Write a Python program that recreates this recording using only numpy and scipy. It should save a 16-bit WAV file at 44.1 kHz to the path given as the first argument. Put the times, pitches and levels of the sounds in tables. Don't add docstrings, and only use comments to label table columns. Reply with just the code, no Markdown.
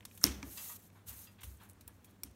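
import sys
import numpy as np
from scipy import signal
from scipy.fft import rfft, irfft, next_fast_len
from scipy.io import wavfile
from scipy.ndimage import uniform_filter1d, map_coordinates

SR = 44100
rng = np.random.default_rng(int(sys.argv[2]) if len(sys.argv) > 2 else 0)


def level_to_linear(level):
    exponent = np.asarray(level, float) / 20
    return 10 ** exponent


def unload_wav(signal):
    wavfile.write(
        sys.argv[1],
        SR,
        np.round(np.clip(np.atleast_2d(signal).T, -1, 1) * 32767).astype(np.int16),
    )


N = 103635


def unit(x):
    return x / np.sqrt(np.mean(x ** 2) + 1e-20)


def along(points, hz):
    f, v = np.transpose(points)
    return np.interp(np.log(hz + 1), np.log(f + 1), v)


def filtered(x, response):
    m = next_fast_len(len(x) + 8192)
    return irfft(rfft(x, m) * response(np.fft.rfftfreq(m, 1 / SR)), m)[:len(x)]


def shaped_noise(length, points):
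    return unit(filtered(rng.standard_normal(length), lambda f: level_to_linear(along(points, f))))


def bands(peaks, f):
    total = 0
    for k, (c, w, db) in enumerate(peaks):
        total = total + (-1) ** k * level_to_linear(db) * 1j * f * w / (c * c - f * f + 1j * f * w)
    return total


def patchy(x, depth_db):
    z = signal.stft(x, nperseg=256)[2]
    field = uniform_filter1d(rng.standard_normal(z.shape), size=4, axis=0)
    field = uniform_filter1d(field, size=5, axis=1)
    return signal.istft(z * level_to_linear(depth_db * unit(field)), nperseg=256)[1][:N]


def wobble(rate):
    return map_coordinates(rng.standard_normal(400), [np.arange(N) * rate / SR])


def add(track, s, sound):
    part = track[round(s * SR):][:len(sound)]
    part += sound[:len(part)]


def background():
    # frequency in Hz, level in dB rms.
    hum_tones = [(99, -62.5), (200, -75.5)]
    # frequency in Hz, density in dB per Hz.
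    air_colour = [(240, -26.5), (400, -6), (1600, -12.5), (3210, -19.5), (6150, -22.5), (16000, -25)]
    # frequency in Hz, density in dB per Hz.
    rumble_colour = [(15, -46), (25, -16.5), (92, -3.5), (124, -14.5), (195, -8), (500, -25.5), (650, -47),
                     (1100, -120)]
    air_db, rumble_db = -70.5, -63
    t = np.arange(N) / SR
    hum = 0
    for hz, db in hum_tones:
        hum = hum + level_to_linear(db + 1.0 + 0.64 * wobble(4)) * np.sin(2 * np.pi * hz * t + 0.45 * wobble(14))
    air = patchy(rng.standard_normal(N), 1.4)
    air = unit(filtered(air, lambda f: level_to_linear(along(air_colour, f)))) * level_to_linear(air_db + 0.88 * wobble(10))
    rumble = shaped_noise(N, rumble_colour) * level_to_linear(rumble_db + 0.5 * wobble(3.9))
    return hum + air + rumble


def click_cluster(events, resonances):
    width_scale, rise_share, tail_rate, crack_gain, detune = 0.81, 0.16, 1.31, 0.32, .015
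    lead = 64
    out, plain, t = np.zeros(N), np.zeros(N), np.arange(2048) / SR
    for s, db, length, low_db, high_db in events:
        u = t / length
        envelope = np.clip(u / rise_share, 0, 1) * np.exp(-tail_rate * u)
        burst = np.pad(rng.standard_normal(len(t)) * envelope, (lead, 0))
        body = [(c * np.exp(detune * rng.normal()), w * width_scale, level) for c, w, level in resonances]
        tilt_db = [(300, low_db - 8), (1000, low_db), (3000, low_db), (5000, -2.5), (7000, -3), (10000, high_db)]
        tilt = lambda f: level_to_linear(along(tilt_db, f))
        sound = filtered(burst, lambda f: (bands(body, f) + crack_gain) * tilt(f))
        sound = sound * level_to_linear(db) / np.abs(sound).max()
        crack = filtered(1.0 * (np.arange(len(burst)) == lead), tilt)
        add(out, s - lead / SR, sound)
        add(plain, s - lead / SR, crack * np.linalg.norm(sound) / np.linalg.norm(crack))
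    return np.array([out, plain])


def ring_clicks():
    # start in seconds, peak in dB, length in seconds, dB below 3 kHz, dB above 8 kHz. The
    click_events = [
        (.0074, -42, 0.0013, 8, -4),
        (.052, -34.5, 0.0048, -3.5, -2.5),
        (.1755, -39.5, 0.0052, 1, 6),
        (.2356, -19.5, 0.0015, 1, 12.5),
        (.2648, -22.5, 0.0017, -10, -1),
        (1.085, -40, 0.004, 3.5, 2.5),
        (1.415, -47, 0.0082, 6, -4),
        (1.433, -38.5, 0.0087, 14.5, 8.5),
    ]
    more_clicks = [
        (.111, -53, 0.0062, 5, -21),
        (.2725, -33, 0.0011, 30, -10),
        (.428, -34, 0.0025, -0.5, -18.5),
        (.901, -55.5, 0.0023, 0, -11),
        (1.635, -46, 0.0028, -8, 18.5),
        (1.698, -36.5, 0.00051, -12, 5.5),
        (1.809, -45.5, 0.0062, -9.5, -1.5),
        (1.8772, -34, 0.0035, -4, 10),
        (2.0445, -46.5, 0.0065, -10, 4),
    ]
    slam = [
        (.2399, -4.5, 0.0014, -1, -4.5),
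    ]
    snap = [
        (2.2342, -23.5, 0.0024, -3, 3),
    ]
    # frequency in Hz, width in Hz, level in dB.
    click_body = [(3560, 450, -6.5), (5086, 400, -3), (6000, 1400, -12), (8540, 450, 0), (10800, 300, -4),
                  (12190, 280, -0.5), (14370, 900, -37)]
    tick_body = [(1220, 620, -13), (2360, 350, 4.5), (3860, 430, -6), (5600, 270, -1), (7940, 5100, -16.5),
                 (13500, 800, -6), (14000, 210, -30.5)]
    slam_body = [(1900, 790, -21), (3350, 220, -6.5), (5420, 570, 6), (9030, 460, 5.5), (11900, 1000, 0)]
    snap_body = [(2300, 160, -8), (5660, 430, 2.5), (6260, 280, -9), (7800, 500, 1), (9700, 370, -24.5),
                 (12500, 250, -2), (13200, 460, -10)]
    return (click_cluster(click_events, click_body) + click_cluster(more_clicks, tick_body)
            + click_cluster(slam, slam_body) + click_cluster(snap, snap_body))


def room(x):
    # frequency in Hz, t60 in seconds.
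    decay = [(200, 0.96), (1500, 0.41), (6000, 0.37), (14000, 0.07)]
    lumps_db = 1.5
    hz, t, z = signal.stft(rng.standard_normal(SR // 2), SR, nperseg=256)
    tail = signal.istft(z * level_to_linear(-60 * t / along(decay, hz)[:, None]), SR, nperseg=256)[1]
    tail = tail * level_to_linear(lumps_db * wobble(120)[:len(tail)])
    delayed = np.pad(x, (250, 0))
    return signal.fftconvolve(delayed, tail / np.linalg.norm(tail))[:N]


def specks():
    # start in seconds, peak in dB, length in seconds, centre in Hz.
    contacts = [(0.026, -54, 0.008, 2460), (0.051, -34, 0.0021, 12800), (.0945, -56, 0.0017, 13000),
                (0.099, -55, .003, 7040), (.1510, -42, 0.0027, 9600), (.158, -45, 0.0023, 10000),
                (.2124, -39.5, 0.0069, 7900), (0.215, -45, 0.0096, 1490), (0.234, -38, 0.0012, 10960),
                (0.253, -21, 0.0017, 9000), (0.5733, -39, 0.011, 3600), (0.574, -36.5, 0.0075, 6900),
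                (0.654, -48, .006, 4000), (0.8, -63, 0.0056, 2970), (0.989, -60.5, 0.0057, 3630),
                (1.07, -56, 0.0023, 10100), (1.266, -53, 0.0096, 3560), (1.317, -53, .003, 10080),
                (1.549, -58, .003, 14800), (1.571, -52, 0.0045, 8900), (1.689, -47, 0.0039, 12100),
                (1.702, -51, 0.011, 9900), (1.713, -52, .003, 10000), (1.732, -49, 0.0025, 9800),
                (.855, -56, .003, 7940), (1.216, -40, 0.0056, 12500), (1.297, -55, 0.0032, 14000),
                (1.873, -60, 0.0035, 2770), (2.311, -55, 0.0037, 12000), (1.965, -57.5, 0.0037, 13000),
                (2.094, -54.5, 0.0022, 13000), (2.108, -53.5, .004, 11000), (2.244, -50, .002, 12500),
                (2.2483, -43, 0.0017, 13000), (2.252, -57, .002, 8050), (2.274, -52, .002, 2500),
                (0.2707, -32.5, 0.0027, 1500), (.805, -49, .002, 13000)]
    width_oct, rise_s, wider_under_s = 0.32, 0.00039, 0.0032
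    out, t = np.zeros(N), np.arange(2048) / SR
    for s, db, length, centre_hz in contacts:
        spread_oct = width_oct * (1 + wider_under_s / length)
        band = lambda f: np.exp(-(np.log2((f + 1) / centre_hz) / spread_oct) ** 2)
        grain = unit(filtered(rng.standard_normal(len(t)), band))
        add(out, s, level_to_linear(db - 11) * grain * (1 - np.exp(-t / rise_s)) * np.exp(-(t / length) ** 2))
    return out


def slide():
    # start, rise, hold and fall t60 in seconds, level in dB.
    strokes = [(0.054, 0.081, 0.1, 0.28, -62), (0.402, .18, 0.14, 0.18, -47),
               (0.71, 0.034, 0.024, 0.036, -53), (0.778, 0.0082, 0.082, 0.14, -63),
               (0.913, 0.016, 0.05, 0.27, -72), (1.057, 0.033, 0.0099, 0.16, -46.5),
               (1.107, 0.022, 0.067, 0.25, -55.5), (1.15, 0.043, 0.055, 0.17, -55),
               (1.301, 0.011, 0.017, 0.16, -68.5), (1.404, 0.0063, 0.01, 0.053, -58),
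               (1.431, 0.0011, 0.011, 0.098, -51.5), (1.436, 0.015, 0.034, 0.57, -59.5),
               (1.589, 0.03, 0.031, 0.25, -66), (1.685, 0.015, 0.013, 0.055, -66.5),
               (1.804, 0.0037, 0.01, 0.069, -66.5), (1.916, 0.02, 0.019, 0.12, -72.5),
               (2.041, 0.004, 0.013, 0.12, -64), (2.087, 0.015, 0.012, 0.061, -72),
               (2.27, 0.0055, 0.014, 0.37, -75), (0.217, 0.013, 0.012, 0.5, -48.5)]
    # frequency in Hz, density in dB per Hz.
    rustle = [(290, -51.5), (500, -10.5), (919, -12.5), (2000, -12), (4600, -9.5), (5900, -9), (12700, 0.5),
              (16000, -6)]
    # frequency in Hz, width in Hz, extra level in dB.
    ring_peaks = [(12800, 500, -19), (6400, 300, -2.5)]
    contacts_per_s, size_spread_db, smooth_share, patchy_db = 6000, 4, .6, 1.4
    snaps_per_s, snap_size, swell_power = 90, 6, 1.2
    bright_hz, bright_from_db, bright_grows = 10500, -52, 0.17
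    t = np.arange(N) / SR
    power = 0
    for s, rise, hold, fall, db in strokes:
        swell = np.clip((t - s) / rise, 0, 1) ** swell_power
        power = power + (level_to_linear(db - 60 * np.clip(t - s - rise - hold, 0, 9) / fall) * swell) ** 2

    chance, size, sign = rng.random((3, N))
    hits = (chance < contacts_per_s / SR) * level_to_linear(-size_spread_db * np.log(size + 0.015)) * np.sign(sign - .5)
    snaps = snap_size * (chance > 1 - snaps_per_s / SR) * (size - sign)
    mix = smooth_share * rng.standard_normal(N) + (1 - smooth_share) * unit(hits) + snaps

    def colour(f):
        peaks = sum(level_to_linear(db) / (1 + ((f - c) / w) ** 2) for c, w, db in ring_peaks)
        return level_to_linear(along(rustle, f)) * (1 + peaks)

    hiss = unit(filtered(patchy(mix, patchy_db), colour))
    top = filtered(hiss, lambda f: 1 / (1 + (bright_hz / (f + 1)) ** 6))
    growth = (power / level_to_linear(2 * bright_from_db) + 1e-9) ** (bright_grows / 2)
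    return (hiss + top * (growth - 1)) * np.sqrt(power) * level_to_linear(.8 * wobble(90))


def thuds():
    # start in seconds, level in dB, upper modes in dB.
    presses = [
        (.241, -37.5, 4.5),
        (.272, -36.5, -12),
        (0.43, -46.5, -2),
        (1.08, -47.5, -22),
        (1.438, -40, -23.5),
        (1.822, -51, -28),
        (2.043, -65, -4.5),
        (2.237, -49.5, -8),
    ]
    # frequency in Hz, level in dB, t60 in seconds, swell in seconds.
    table_modes = [(65.7, 3, 0.41, 0.021), (87.3, 4.5, 0.16, .01), (205.3, -13.5, 0.65, 0.0048),
                   (267.1, 0, 0.2, 0.0025), (345, -6.5, 0.17, 0.0063)]
    # frequency in Hz, level in dB.
    slap_colour = [(40, -43), (100, -11), (180, -9), (300, -1.5), (450, -15), (700, -19.5), (2000, -24),
                   (4000, -42)]
    slap_db, slap_t60_s, slap_rise_s = -5, 0.47, 0.0011
    unsteady_per_s, unsteady_rad, unsteady_db = 30, 1.3, 4
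    out, t = np.zeros(N), np.arange(SR) / SR
    for s, db, upper_db in presses:
        slap_level = db + upper_db + slap_db + 2.5 * wobble(45)[:SR] - 60 * t / slap_t60_s
        add(out, s, level_to_linear(slap_level) * (1 - np.exp(-t / slap_rise_s)) * shaped_noise(SR, slap_colour))
        for hz, mode_db, t60, swell in table_modes:
            loose = np.sqrt(hz / 270)
            shake = loose * wobble(unsteady_per_s)[:SR]
            drift = loose * wobble(unsteady_per_s)[:SR]
            level = db + mode_db + upper_db * (hz > 120) + unsteady_db * shake - 60 * t / t60
            tone = np.sin(2 * np.pi * hz * t + unsteady_rad * (drift - drift[0]))
            add(out, s, level_to_linear(level) * (1 - np.exp(-t / swell)) * tone)
    return out


def clinks(touches, modes):
    # frequency in Hz, level in dB.
    clatter_colour = [(300, -7), (800, 11.5), (4000, 2), (6000, -12)]
    favour_oct, ring_rise_s, clatter_rise_s, clatter_t60_s = 1.25, 0.00094, .007, 0.25
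    out, t = np.zeros(N), np.arange(SR // 2) / SR
    for s, db, centre_hz, clatter_db in touches:
        favour = lambda hz: np.exp(-(np.log2((hz + 1) / centre_hz) / favour_oct) ** 2)
        ring = 0
        for hz, level, t60 in modes:
            tone = np.sin(2 * np.pi * hz * t + rng.random() * 6)
            ring = ring + favour(hz) * level_to_linear(level - 60 * t / t60) * tone
        colour = lambda f: level_to_linear(along(clatter_colour, f)) * (0.43 + favour(f))
        clatter = unit(filtered(rng.standard_normal(len(t)), colour))
        clatter = clatter * (1 - np.exp(-t / clatter_rise_s)) * level_to_linear(clatter_db - 60 * t / clatter_t60_s)
        add(out, s, level_to_linear(db) * ((1 - np.exp(-t / ring_rise_s)) * ring + clatter))
    return out


def far_crockery():
    # start in seconds, level in dB, favoured frequency in Hz, clatter in dB.
    plate_touches = [
        (.43, -57.5, 900, -18),
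        (.95, -75.5, 1000, 14.5),
        (1.095, -74, 1950, 15),
        (1.383, -70.5, 3220, 10.5),
        (1.598, -71.5, 2980, 11.5),
        (1.611, -67, 1384, 9.5),
        (1.88, -69.5, 1320, 4.5),
        (2.07, -75.5, 3120, 5),
    ]
    cup_touches = [
        (.573, -52.5, 3300, -1),
        (.697, -58.5, 1450, -12),
        (1.271, -64, 3300, -1),
    ]
    # frequency in Hz, level in dB, t60 in seconds.
    plate_modes = [(946, 15, 0.03), (1184, -4.5, 0.21), (1716, 1, 0.16), (1950, -24, 0.67), (3300, 5, 0.12)]
    cup_modes = [(960, 5, .15), (1145, 0, .25), (1249, 0, .27), (1916, -2, .2), (2690, 3, .15),
                 (3276, -3, .14), (3494, -6, .1), (4858, 9, .15), (6142, -6, .15), (6780, -1, .15),
                 (7445, -6, .07)]
    return clinks(cup_touches, cup_modes) + clinks(plate_touches, plate_modes)


def ring_ping():
    # start in seconds, level in dB, favoured frequency in Hz, clatter in dB.
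    ping_touch = [
        (1.093, -41.5, 12800, -19),
    ]
    # frequency in Hz, level in dB, t60 in seconds.
    ping_modes = [(13000, 11.5, 0.011), (12500, -15, 0.015)]
    return clinks(ping_touch, ping_modes)


def scene():
    # frequency in Hz, level in dB.
    room_colour = [(300, -24), (1000, -11.5), (3000, -5), (4400, -7), (5900, 0), (7200, -5.5), (8700, -3),
                   (12000, -4)]
    click_room_db, slide_room_db = -9.5, -25
    rings, cracks = ring_clicks()
    hiss = slide()
    sent = filtered(level_to_linear(click_room_db) * cracks, lambda f: level_to_linear(along(room_colour, f)))
    sent = sent + level_to_linear(slide_room_db) * hiss
    near = rings + specks() + hiss + thuds() + ring_ping()
    return (background() + near + room(sent) + far_crockery())[None]


def top_cut(x):
    return signal.sosfilt(signal.butter(12, 16810, fs=SR, output="sos"), x)


def record(dry):
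    # frequency in Hz, width in Hz, depth from 0 to 1.
    mic_dips = [(4840, 150, 0.45), (10400, 350, .35)]
    bottom_hz, top_hz = 42, 15850

    def microphone(f):
        port = np.prod([1 - d / (1 + ((f - c) / w) ** 2) for c, w, d in mic_dips], axis=0)
        bass_cut = (1j * f / (bottom_hz + 1j * f)) ** 2
        return port * bass_cut * np.clip((top_hz - f) / 100, .005, 1)

    return top_cut(filtered(dry[0], microphone)[None])


dry = scene()
out = record(dry)
unload_wav(out)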